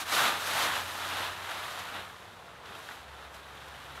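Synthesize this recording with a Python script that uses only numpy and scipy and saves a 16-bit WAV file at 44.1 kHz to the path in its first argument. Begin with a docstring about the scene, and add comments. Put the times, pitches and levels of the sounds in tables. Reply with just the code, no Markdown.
"""Two dogs bound into a deep pile of dry leaves: thousands of tiny cracks merge into a crunch,
bright on the leaps, dull when buried, with low puffs as their weight sinks in.
From 2.1 s they stand in the pile, nosing and pawing, much quieter; now and then a stem snaps.
Behind it all: outdoor air and a distant engine drone, a second engine taking over near 3 s."""
import sys
import numpy as np
from scipy import signal
from scipy.fft import rfft, irfft
from scipy.io import wavfile

SR = 44100
rng = np.random.default_rng(int(sys.argv[2]) if len(sys.argv) > 2 else 0)


def wav_out(sig):
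    """Save sig, one row per channel (or a flat mono array), as 16-bit PCM at SR to the path in sys.argv[1]."""
    wavfile.write(sys.argv[1], SR, np.round(np.clip(np.atleast_2d(sig).T, -1, 1) * 32767).astype(np.int16))


N = 176400
TIME_S = np.arange(N) / SR

# leaf stirring, leaps then nosing: t/s, stir level/dB, treble offset/dB
STIR_LEAPS = [(0.0, -38.5, -3.5), (0.02, -37.5, -6), (0.05, -49, -6), (0.06, -42, -8.5), (0.15, -29, -7),
              (0.26, -27.5, -11), (0.36, -35, -12.5), (0.4, -38, -8.5), (0.63, -29.5, -8.5),
              (0.71, -33.5, -12.5), (0.77, -33, -11.5), (0.85, -41.5, -8.5), (1.23, -35, -12.5),
              (1.36, -43, -12.5), (1.53, -40, -12.5), (1.74, -42, -10.5), (1.93, -43.5, -13.5),
              (1.96, -39.5, -16), (2.08, -49.5, -12.5), (2.09, -53, -9), (2.1, -50, -11)]
STIR_NOSING = [(2.14, -52.5, -12), (2.418, -56, -13.5), (2.496, -53.5, -15), (2.506, -55, -16),
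               (2.626, -55, -17), (2.662, -49, -14.5), (2.926, -49.5, -9), (3.056, -54, -14),
               (3.252, -50, -15.5), (3.3, -55.5, -14), (3.352, -52.5, -11), (3.44, -53, -14),
               (3.6, -50.5, -13), (4.0, -49.5, -13)]
# leaf crack spectrum: f/Hz, relative level/dB
LEAF_SPECTRUM = [(71, -48), (120, -15.5), (170, -24), (221, -16.5), (294, -10.5), (390, -12.5), (459, -9),
                 (519, -7.5), (719, -2.5), (846, -1.5), (1350, 0.5), (1690, -1.5), (2200, -6), (3730, -5.5),
                 (4760, -12), (9320, -18), (11900, -16.5), (14000, -23), (15500, -30)]
# paw swipes through the top leaves: t/s, crunch level/dB, treble level/dB
PAW_SWIPES = [(.125, -32, -36), (.47, -44.5, -39), (1.235, -40.5, -56), (1.51, -41, -48), (1.79, -43, -48),
              (1.99, -48, -62), (2.662, -60, -69), (2.752, -44.5, -58), (2.79, -54, -58), (2.915, -47, -61),
              (3.345, -49, -54.5), (3.96, -47, -55)]
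# stems and stiff leaves breaking: t/s, peak level/dB, centre f/Hz
STEM_SNAPS = [(.254, -15, 2580), (.281, -23, 7000), (0.936, -40, 1800), (2.078, -35, 1600),
              (2.100, -36, 1400), (2.659, -36, 3000), (2.709, -42, 450), (2.721, -45, 1490),
              (2.790, -47, 1200), (2.889, -28.5, 1700), (2.894, -37, 1110), (2.911, -34, 1400),
              (3.002, -48, 1800), (3.487, -47, 1600), (3.622, -34.5, 1383), (3.977, -34, 1300)]
# weight sinking into the pile: t/s, level/dB
PILE_PUSHES = [(.15, -51), (.24, -52.5), (.55, -51), (.70, -56), (1.20, -55), (1.95, -53.5), (2.702, -57.5),
               (2.90, -61.5), (3.95, -61)]
# distant engines: t/s, firing f/Hz, fundamental level/dB, octave level/dB
ENGINE_EARLY = [(0, 89.6, -63, -77), (.4, 87, -59, -66), (.9, 89.5, -55, -70), (1.4, 91.5, -57, -66.5),
                (1.75, 91.2, -65, -68), (2.0, 91.8, -59, -69.5), (2.5, 90, -88, -73), (2.8, 93, -85, -90)]
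ENGINE_LATE = [(2.85, 73, -80, -90), (3.05, 69.2, -57.5, -74), (3.3, 69.1, -59, -75), (3.7, 70.1, -61, -62),
               (4, 68.2, -58, -65)]
# outdoor air and far traffic: f/Hz, relative level/dB
AIR_SPECTRUM = [(22, -24), (42, -10.5), (62, -1), (110, 0.5), (160, -3), (275, -8.5), (450, -2.5),
                (760, -0.5), (1050, -1.5), (1700, -7), (2200, -13), (3700, -17), (4600, -20),
                (10800, -28.5), (15500, -38)]

CRUNCH_DB, TREBLE_DB, CROSSOVER_HZ = 1.5, 3, 4140
CRACKS_PER_S, REFERENCE_DB, RATE_EXPONENT = 3500, -38.5, .55   # rate at the reference stir level
SIZE_SPREAD_DB, FLICKER_DB, FLICKER_HZ = 1, -0.21, 45
RUB_DB, SCATTER_DB, SCATTER_T60_S = 3.5, -1.5, 0.071


def leaves():
    """Crunch of the whole pile plus treble escaping from surface leaves; paw swipes add to both."""
    stir_db, treble_offset_db = curves(list(STIR_LEAPS) + list(STIR_NOSING))
    crackle = colour(cracks(stir_db), LEAF_SPECTRUM)
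    crunch, treble = map(unit_rms, split(crackle, CROSSOVER_HZ))
    crunch_gain = from_db(stir_db + CRUNCH_DB)
    treble_gain = from_db(stir_db + TREBLE_DB + treble_offset_db)
    for t_s, crunch_db, treble_db in PAW_SWIPES:
        stroke = swell(t_s, attack_s=.007, release_s=.023)
        crunch_gain = np.hypot(crunch_gain, from_db(crunch_db) * stroke)
        treble_gain = np.hypot(treble_gain, from_db(treble_db) * stroke)
    return crunch_gain * crunch + treble_gain * treble


def cracks(stir_db):
    """Tiny cracks, their scatter in the pile, and leaves rubbing. Stirring sets density, not level."""
    rate_per_s = CRACKS_PER_S * from_db(RATE_EXPONENT * (stir_db - REFERENCE_DB))
    onsets = rng.random(N) < rate_per_s / SR
    size_db = SIZE_SPREAD_DB * np.minimum(rng.exponential(1, N), 4)
    impulses = onsets * from_db(size_db) / np.sqrt(rate_per_s)
    edges_hz = [60, 700, 1400, 2800, 5600, 11000, 19000]   # each crack: random strength per band
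    bands = [band(impulses * rng.standard_normal(N), *span) for span in zip(edges_hz, edges_hz[1:])]
    direct = unit_rms(sum(bands))
    energy_kept = from_db(-60 / (SCATTER_T60_S * SR)) ** 2
    scatter_energy = signal.lfilter([1], [1, -energy_kept], impulses ** 2)
    scatter = from_db(SCATTER_DB) * unit_rms(np.sqrt(scatter_energy) * rng.standard_normal(N))
    rub = from_db(RUB_DB) * rng.standard_normal(N)
    return (direct + scatter + rub) * from_db(FLICKER_DB * drift(FLICKER_HZ))


def snaps(t60_s=0.021, edge_ratio=1.38):
    """Stems: a sharp break, then brief splintering, each in its own band."""
    out = np.zeros(N + SR)
    decay = from_db(-60 * TIME_S[:SR // 2] / t60_s)
    for t_s, peak_db, centre_hz in STEM_SNAPS:
        burst = rng.standard_normal(len(decay)) * decay
        burst[0] += 9   # the break
        burst = band(burst, centre_hz / edge_ratio, centre_hz * edge_ratio)
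        start = int(t_s * SR)
        out[start:start + len(burst)] += from_db(peak_db) * burst / np.abs(burst).max()
    return out[:N]


def pushes():
    """Soft low puffs as paws and chests compress the pile."""
    weight = sum(from_db(db) * swell(t_s, attack_s=.03, release_s=.11) for t_s, db in PILE_PUSHES)
    return weight * unit_rms(band(rng.standard_normal(N), low_hz=110, high_hz=447))


def engine(rows, waver_db, waver_hz=15):
    """Only the two lowest exhaust harmonics carry this far, wavering on the way."""
    firing_hz, *levels_db = curves(rows)
    phase = 2 * np.pi * np.cumsum(firing_hz) / SR
    return sum(np.sqrt(2) * from_db(db + waver_db * drift(waver_hz)) * np.sin(harmonic * phase)
               for harmonic, db in enumerate(levels_db, 1))


def air(level_db=-51.5):
    """Steady noise of outdoor air and far traffic."""
    return from_db(level_db) * unit_rms(colour(rng.standard_normal(N), AIR_SPECTRUM))


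def from_db(db):
    """Decibels to gain."""
    return 10 ** (np.asarray(db) / 20)


def unit_rms(x):
    """Scale to unit power."""
    return x / np.sqrt(np.mean(x ** 2) + 1e-20)


def curves(rows):
    """Table columns, interpolated per sample."""
    t_s, *columns = np.transpose(rows)
    return [np.interp(TIME_S, t_s, column) for column in columns]


def swell(peak_s, attack_s, release_s):
    """Exponential rise to 1, exponential fall."""
    return np.exp(-np.maximum((peak_s - TIME_S) / attack_s, (TIME_S - peak_s) / release_s))


def drift(rate_hz):
    """Smooth random motion, unit RMS."""
    pole = np.exp(-2 * np.pi * rate_hz / SR)
    smooth = signal.lfilter([1], [1, -2 * pole, pole * pole], rng.standard_normal(N + SR))
    return unit_rms(smooth[SR:])


def band(x, low_hz, high_hz):
    """Gentle band-pass."""
    return signal.sosfilt(signal.butter(2, [low_hz, high_hz], "band", fs=SR, output="sos"), x + 1e-18)


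def split(x, hz):
    """Parts below and above a crossover."""
    return [signal.sosfilt(signal.butter(7, hz, kind, fs=SR, output="sos"), x)
            for kind in ("low", "high")]


def colour(x, spectrum):
    """Minimum-phase filter along a spectrum; rolls off below its first point."""
    hz, db = np.transpose(spectrum)
    size = 2 * N
    bins_hz = np.maximum(np.arange(N + 1) * SR / size, 1)
    gain = from_db(np.interp(np.log(bins_hz), np.log(hz), db))
    gain *= np.minimum(bins_hz / hz[0], 1) ** 2
    cepstrum = irfft(np.log(gain))
    cepstrum[1:N] *= 2
    cepstrum[N + 1:] = 0
    return irfft(rfft(x, size) * np.exp(rfft(cepstrum)))[:N]


def scene():
    """Dogs in the leaves over the distant background, mono."""
    outdoors = air()
    rustle = leaves() + snaps() + pushes()
    engines = engine(ENGINE_EARLY, waver_db=2.5) + engine(ENGINE_LATE, waver_db=1.6)
    return (rustle + engines + outdoors)[None]


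def record(dry):
    """Steep low-pass."""
    cutoff_hz = 15650
    return signal.sosfilt(signal.ellip(12, .1, 80, cutoff_hz, fs=SR, output="sos"), dry)


dry = scene()
out = record(dry)
wav_out(out)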